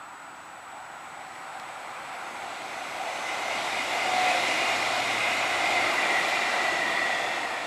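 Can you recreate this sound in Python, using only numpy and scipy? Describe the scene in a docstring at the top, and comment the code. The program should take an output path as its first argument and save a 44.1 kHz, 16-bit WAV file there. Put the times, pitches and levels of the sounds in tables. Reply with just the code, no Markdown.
"""An electric tram rolls in from afar, slowing: motors hum, rail and wheels ring as resonant bands of noise.
Rail joints tick, motor slots whine, and the rolling noise, four coloured bands, swells to a close pass at 4.3-6.1 s.
Single steel modes sing out from 3.3 s, gears from 5.1 s, motor and gear tones sinking with the speed; two soft
brake puffs fall near 6 s. Then the wheels recede with a narrow hiss near 7.2 s.
Throughout: a wash of far traffic, and the camera's own shaped hiss and steady thin whistles."""
import sys
import numpy as np
from scipy import signal
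from scipy.io import wavfile
from scipy.ndimage import uniform_filter1d, map_coordinates

SR = 44100
rng = np.random.default_rng(int(sys.argv[2]) if len(sys.argv) > 2 else 0)


def store_wav(level_fs):
    """Save 16-bit WAV to argv[1]."""
    pcm = np.round(np.clip(np.atleast_2d(level_fs), -1, 1) * 32767)
    wavfile.write(sys.argv[1], SR, pcm.T.astype(np.int16))


def natural_amplitude(level_db):
    """Convert a level in decibels to a linear amplitude factor, elementwise."""
    exponent = np.asarray(level_db, float) / 20
    return 10 ** exponent


N = 337806


def spectrum(points, hz):
    """Amplitude gain from (hz, db) points joined on a log-frequency axis, -120 dB outside."""
    point_hz, point_db = np.transpose(points)
    return natural_amplitude(np.interp(np.log(hz + 1), np.log(point_hz + 1), point_db, -120, -120))


def curves(rows, t):
    """Each column after the time, interpolated at times t."""
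    time_s, *columns = np.transpose(rows)
    return [np.interp(t, time_s, column) for column in columns]


def swells(rows, length_s, t):
    """Bell-shaped lifts in dB, one sum for each column after the time."""
    time_s, *columns = np.transpose(rows)
    bells = np.exp(-((t[:, None] - time_s) / length_s) ** 2)
    return [bells @ column for column in columns]


def bell(t, centre_s, length_s):
    """Gaussian envelope, 1/e at length_s either side."""
    return np.exp(-((t - centre_s) / length_s) ** 2)


def wobble(knots_per_s):
    """A smooth random curve through normally distributed knots."""
    knots = rng.standard_normal(int(N * knots_per_s / SR) + 4)
    return map_coordinates(knots, [np.arange(N) * knots_per_s / SR])


def peak(hz, centre_hz, width_hz):
    """Gain of a steep resonance, one half at width_hz / 2 off centre."""
    return 1 / (1 + (2 * (hz - centre_hz) / width_hz) ** 2)


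def rush(shape, patchy_db):
    """Noise coloured by shape(hz, t), scaled to rms 1 in each frame, then given patches of random gain."""
    hz, t, bins = signal.stft(rng.standard_normal(N), SR, nperseg=2048)
    gain = shape(hz[:, None], t) * np.ones(bins.shape)
    gain /= np.sqrt(np.mean(gain ** 2, 0))
    field = uniform_filter1d(rng.standard_normal(bins.shape), size=12, axis=0)
    field = uniform_filter1d(field, size=4, axis=1)
    patches = natural_amplitude(patchy_db * field / field.std())
    return signal.istft(bins * gain * patches, SR, nperseg=2048)[1][:N]


def colored(points, patchy_db):
    """Noise of a fixed spectrum."""
    return rush(lambda hz, s: spectrum(points, hz), patchy_db)


def band(centre_hz, width_hz, patchy_db):
    """Noise through one fixed resonance."""
    return rush(lambda hz, s: peak(hz, centre_hz, width_hz), patchy_db)


def tone(hz, db, drift_hz, flutter_db):
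    """A sine of rms level db that wanders a little in pitch and level."""
    phase = 2 * np.pi * (np.cumsum(hz + drift_hz * wobble(12)) / SR + rng.random())
    return np.sqrt(2) * natural_amplitude(db + flutter_db * wobble(5.4)) * np.sin(phase)


def heard(rows, t):
    """Fades a source in and out over 0.12 s at the ends of its table."""
    since_s = t - rows[0][0] + 0.046
    left_s = rows[-1][0] + 0.079 - t
    return np.clip(np.minimum(since_s, left_s) / 0.12, 0, 1)


# nearness of the wheels, 0 = loudest moment: time_s, nearness_db
NEARNESS = [(0, -28), (.7, -25), (1.4, -20), (2.1, -16), (2.7, -12), (3.1, -8.5), (3.7, -3.5), (4.3, 0),
            (5.0, -1), (5.7, -.5), (6.1, 0), (6.7, -2), (7.2, -3), (7.66, -7)]


def level(t, nearest_db, db_per_db, sag_db_per_s):
    """Level in dB that follows nearness, with a steady sag once the tram is alongside."""
    alongside_s = 4.86
    nearness_db = curves(NEARNESS, t)[0]
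    return nearest_db + db_per_db * nearness_db - sag_db_per_s * np.maximum(t - alongside_s, 0)


# bogies rolling past lift wheels and rumble: time_s, wheel_lift_db, rumble_lift_db
BOGIE_LIFTS = [(2.5, 0.5, 2), (3.6, 0.5, 0), (4.5, 3, 1.5), (5.3, 2.5, 0.5), (6.15, 3.5, 2), (6.9, 1.5, 3)]
BOGIE_LENGTH_S = 0.29
# low rolling noise, spectral density: freq_hz, density_db
RUMBLE_SPECTRUM = [(24, -54), (40, -27), (75, -23), (107, -15), (156, -14), (285, -4), (346, -1.5),
                   (433, -6), (520, -8.5), (680, 0), (1140, -120)]
# mid rolling noise: freq_hz, density_db
ROAR_SPECTRUM = [(300, -54), (500, -2.5), (900, 1.5), (1400, -0.5), (1750, -4.5), (2300, -3), (3200, -17),
                 (4500, -19.5)]
# upper rolling noise: freq_hz, density_db
HISS_SPECTRUM = [(1650, -16.5), (2800, -2.5), (3180, -3.5), (3660, -2.5), (4750, -8.5), (5440, -9.5),
                 (6120, -13.5), (7020, -11.5), (9000, -24), (11700, -32), (19800, -120)]
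# treble rolling noise: freq_hz, density_db
FIZZ_SPECTRUM = [(4710, -16), (8000, 0), (10800, -8.5), (11600, -10), (13500, -18), (15000, -23)]
# narrow hisses that swell with the fizz: centre_hz, width_hz, level_re_fizz_db
FIZZ_BANDS = [(11470, 120, -20)]


def rolling(t):
    """Surface roughness shakes ground, body and air: four broad layers."""
    rumble_db = level(t, nearest_db=-40.5, db_per_db=0.86, sag_db_per_s=-0.12)
    rumble_db = rumble_db + swells(BOGIE_LIFTS, BOGIE_LENGTH_S, t)[1]
    roar_db = level(t, nearest_db=-30.5, db_per_db=0.73, sag_db_per_s=0.65) + 0.7 * wobble(3.13)
    hiss_db = level(t, nearest_db=-35, db_per_db=1.074, sag_db_per_s=0.38) + 0.6 * wobble(4.5)
    fizz_db = level(t, nearest_db=-48, db_per_db=0.69, sag_db_per_s=0.9)
    rumble = natural_amplitude(rumble_db) * colored(RUMBLE_SPECTRUM, patchy_db=0.9)
    roar = natural_amplitude(roar_db) * colored(ROAR_SPECTRUM, patchy_db=1.16)
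    hiss = natural_amplitude(hiss_db) * colored(HISS_SPECTRUM, patchy_db=1.12)
    fizz = colored(FIZZ_SPECTRUM, patchy_db=1.6)
    for centre_hz, width_hz, db in FIZZ_BANDS:
        fizz = fizz + natural_amplitude(db) * band(centre_hz, width_hz, patchy_db=4.5)
    return rumble + roar + hiss + natural_amplitude(fizz_db) * fizz


# rail resonance, sinking as the tram draws level: time_s, pitch_hz
RAIL_PITCH = [(0, 787), (2.5, 766), (4.4, 732), (7.66, 726)]
# swells of the rail's ringing: time_s, lift_db
RAIL_LIFTS = [(.75, 4), (1.55, 2), (2.4, 3.5), (3.1, 5), (3.5, 3.5), (4.16, 0), (4.8, 2), (5.75, 3.5),
              (6.57, 2.5), (7.22, 3)]


def rail(t):
    """Roughness rings the rail: one gliding resonance of noise."""
    ringing = rush(lambda hz, s: peak(hz, curves(RAIL_PITCH, s)[0], width_hz=160), patchy_db=1.0)
    rail_db = level(t, nearest_db=-34.5, db_per_db=0.61, sag_db_per_s=-0.2)
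    return natural_amplitude(rail_db + swells(RAIL_LIFTS, 0.12, t)[0]) * ringing


# reference pitch of the wheel modes: time_s, pitch_hz
WHEEL_PITCH = [(0, 1940), (1.5, 1946), (3.3, 2070), (4.8, 2027), (5.1, 2070), (5.7, 2080), (6.0, 1984),
               (7.66, 1980)]
# wheel resonances: ratio_to_wheel_pitch, width_hz, relative_level_db
WHEEL_RESONANCES = [(1.001, 176, 2), (1.07, 200, -4.5), (0.682, 91, -8.5), (1.202, 221, -3),
                    (1.388, 107, -6), (1.72, 362, -16), (2.2, 200, -21.5)]


def wheels(t):
    """The same roughness rings the wheels; all modes slide together, in uneven bursts."""
    def modes(hz, s):
        pitch_hz = curves(WHEEL_PITCH, s)[0]
        power = sum((natural_amplitude(db) * peak(hz, ratio * pitch_hz, width_hz)) ** 2
                    for ratio, width_hz, db in WHEEL_RESONANCES)
        return np.sqrt(power)

    bursts = natural_amplitude(1.2 * wobble(14)) * rush(modes, patchy_db=1.5)
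    wheel_db = level(t, nearest_db=-32, db_per_db=1.12, sag_db_per_s=-0.1)
    return natural_amplitude(wheel_db + swells(BOGIE_LIFTS, BOGIE_LENGTH_S, t)[0]) * bursts


# single steel modes as a bogie passes: centre_s, length_s, pitch_hz, level_db
STEEL_SURGES = [(3.3, .1, 2048, -41), (3.47, .1, 2140, -38), (3.75, .12, 2060, -40), (4.23, .16, 738, -31),
                (4.4, .15, 530, -45), (4.97, .1, 722, -32), (5.22, .08, 2075, -33), (5.15, .2, 11956, -69),
                (5.6, .1, 1985, -38), (6, .25, 356, -47), (6.2, .08, 1915, -37), (6.8, .25, 345, -46),
                (6.9, .2, 11956, -68)]


def surges(t):
    """Single steel modes swell and fade as wavering tones."""
    return sum(bell(t, centre_s, length_s) * tone(hz, db, drift_hz=8, flutter_db=3)
               for centre_s, length_s, hz, db in STEEL_SURGES)


# motor hum, leading bogie: time_s, order_1_hz, order_2_db, order_1_db
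FRONT_HUM = [(0, 83.8, -74, -79), (1.5, 76.5, -70, -77), (3, 69.2, -68, -73), (3.7, 65.4, -61, -70),
             (4.2, 62.5, -62, -69), (5.2, 56.6, -54, -67), (5.55, 54.5, -57, -68), (5.9, 52.5, -56, -72)]
# motor hum, trailing bogie: time_s, order_1_hz, order_8_db, order_1_db, order_2_db
REAR_HUM = [(6.75, 60.6, -55, -75, -68), (7.0, 60.1, -54, -72, -62), (7.66, 58.9, -52, -72, -65)]
# motor slot whine, one table per bogie, leading first: time_s, pitch_hz, level_db
SLOT_WHINE = [
    [(2.2, 6441, -66), (2.35, 6397, -64), (2.55, 6338, -71), (2.75, 6280, -63), (3.1, 6176, -63),
     (3.3, 6118, -53), (3.7, 6000, -58), (3.9, 5925, -65), (4.2, 5780, -61), (4.45, 5665, -69),
     (5.05, 5435, -61), (5.5, 5330, -69)],
    [(4.8, 5800, -67), (6, 5580, -65), (6.9, 5290, -66), (7.2, 5175, -62), (7.45, 5100, -62),
     (7.55, 5070, -56), (7.66, 5045, -57)],
]


def motors(t):
    """Motors of two bogies: low orders of their rotation and slot whine."""
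    out = np.zeros(N)
    for rows, orders in ((FRONT_HUM, (2, 1)), (REAR_HUM, (8, 1, 2))):
        hz, *levels = curves(rows, t)
        hum = sum(tone(order * hz, db, drift_hz=0.6, flutter_db=1.5) for order, db in zip(orders, levels))
        out += heard(rows, t) * hum
    for rows in SLOT_WHINE:
        out += heard(rows, t) * tone(*curves(rows, t), drift_hz=4, flutter_db=2.5)
    return out


# gear mesh: time_s, pitch_hz, level_db
GEAR_MESH = [(5.2, 2160, -51), (5.55, 2135, -40), (5.8, 2105, -40), (6.0, 2078, -46), (6.3, 2030, -42),
             (6.6, 1980, -37), (6.9, 1947, -38), (7.15, 1926, -39), (7.35, 1911, -45), (7.66, 1890, -46)]
# mesh and its shaft sidebands: offset_hz, relative_level_db
MESH_SIDEBANDS = [(0, 0), (-37, -3), (-75, -5), (-130, -7)]
# second gear stage: time_s, pitch_hz, level_db
SECOND_STAGE = [(5.1, 2860, -54), (5.9, 2780, -52), (6.7, 2705, -50), (7.66, 2635, -52)]


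def gears(t):
    """Meshing teeth sing at two stages, the first with shaft sidebands."""
    second = tone(*curves(SECOND_STAGE, t), drift_hz=8.05, flutter_db=3.5)
    hz, db = curves(GEAR_MESH, t)
    mesh = sum(tone(hz + offset_hz, db + rel_db, drift_hz=6, flutter_db=3)
               for offset_hz, rel_db in MESH_SIDEBANDS)
    return heard(SECOND_STAGE, t) * second + heard(GEAR_MESH, t) * mesh


# ticks at rail joints: start_s, onset_level_db
JOINT_TICKS = [(1.5985, -34), (2.619, -42), (2.944, -38), (3.060, -38), (4.483, -31), (4.671, -32)]


def ticks(t):
    """Rail joints: short dull noise bursts, abrupt onset, exponential decay."""
    t60_s = 0.012
    size = sum(natural_amplitude(db - 60 * np.maximum(t - start_s, 0) / t60_s) * (t >= start_s)
               for start_s, db in JOINT_TICKS)
    return size * band(2800, width_hz=3500, patchy_db=0)


# air from the brakes: centre_s, length_s, level_db
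BRAKE_PUFFS = [(5.95, .03, -50), (6.27, .03, -54)]


def puffs(t):
    """Escaping brake air: soft bright bells of noise."""
    blow = sum(natural_amplitude(db) * bell(t, centre_s, length_s) for centre_s, length_s, db in BRAKE_PUFFS)
    return blow * band(8000, width_hz=9000, patchy_db=0)


def receding(t):
    """Receding wheels: a bell of narrow-band hiss."""
    return natural_amplitude(-44) * bell(t, centre_s=7.2, length_s=0.35) * band(3420, width_hz=200, patchy_db=2.5)


# far traffic: freq_hz, density_db
TRAFFIC_SPECTRUM = [(24, -75), (40, -47), (87, -18.5), (170, -16), (193, -17), (319, -11.5), (339, -17),
                    (446, -28), (989, -3), (1100, -6.5), (1410, -2.5), (1640, -12.5), (6000, -33.5),
                    (7800, -65), (13200, -120)]


def town():
    """Far traffic: a smooth, steady wash of noise."""
    return natural_amplitude(-45.5) * colored(TRAFFIC_SPECTRUM, patchy_db=1.35)


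# camera hiss: freq_hz, density_db
PREAMP_SPECTRUM = [(4000, -35), (5500, -7), (7000, 11), (8000, -19), (9500, -13), (12000, -15), (15200, 2)]
# narrow bands in the camera's hiss: centre_hz, width_hz, level_db
HISS_BANDS = [(6940, 150, -75), (8460, 70, -80), (11530, 80, -87)]
# the camera's highest whistle: pitch_hz, level_db
HIGH_WHISTLE = [(14955, -89), (14985, -83), (15015, -89)]


def camera():
    """Preamp hiss with narrow bands, and thin electronic whistles."""
    hiss = natural_amplitude(-69.5) * colored(PREAMP_SPECTRUM, patchy_db=0)
    for centre_hz, width_hz, db in HISS_BANDS:
        hiss += natural_amplitude(db) * band(centre_hz, width_hz, patchy_db=-1.0)
    # sign flips twice in every picture frame
    frames_per_s = 30.01
    flips = signal.square(2 * np.pi * frames_per_s * (np.arange(N) / SR - 0.004))
    sensor = flips * tone(7867.1, -59.7, drift_hz=0.3, flutter_db=0.4)
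    high = sum(tone(hz, db, drift_hz=1.5, flutter_db=1) for hz, db in HIGH_WHISTLE)
    return hiss + sensor + high


def scene():
    """Tram and far traffic as one microphone hears them, copied to two channels."""
    t = np.arange(N) / SR
    tram = rolling(t) + rail(t) + wheels(t) + surges(t) + motors(t) + gears(t)
    tram = tram + ticks(t) + puffs(t) + receding(t)
    return np.tile(tram + town(), (2, 1))


def low_pass(x):
    """Removes everything above the highest recorded frequency."""
    return signal.sosfilt(signal.butter(12, 15200, fs=SR, output="sos"), x)


def record(dry):
    """A 45 Hz bass cut, the camera's shared noise and a faint hiss of each channel's own."""
    bass_cut = signal.butter(2, 45, "high", fs=SR, output="sos")
    hiss_cut = signal.butter(2, 2500, "high", fs=SR, output="sos")
    own_hiss = signal.sosfilt(hiss_cut, natural_amplitude(-74.5) * rng.standard_normal((2, N)))
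    mix = signal.sosfilt(bass_cut, dry) + camera() + own_hiss
    return low_pass(mix)


dry = scene()
out = record(dry)
store_wav(out)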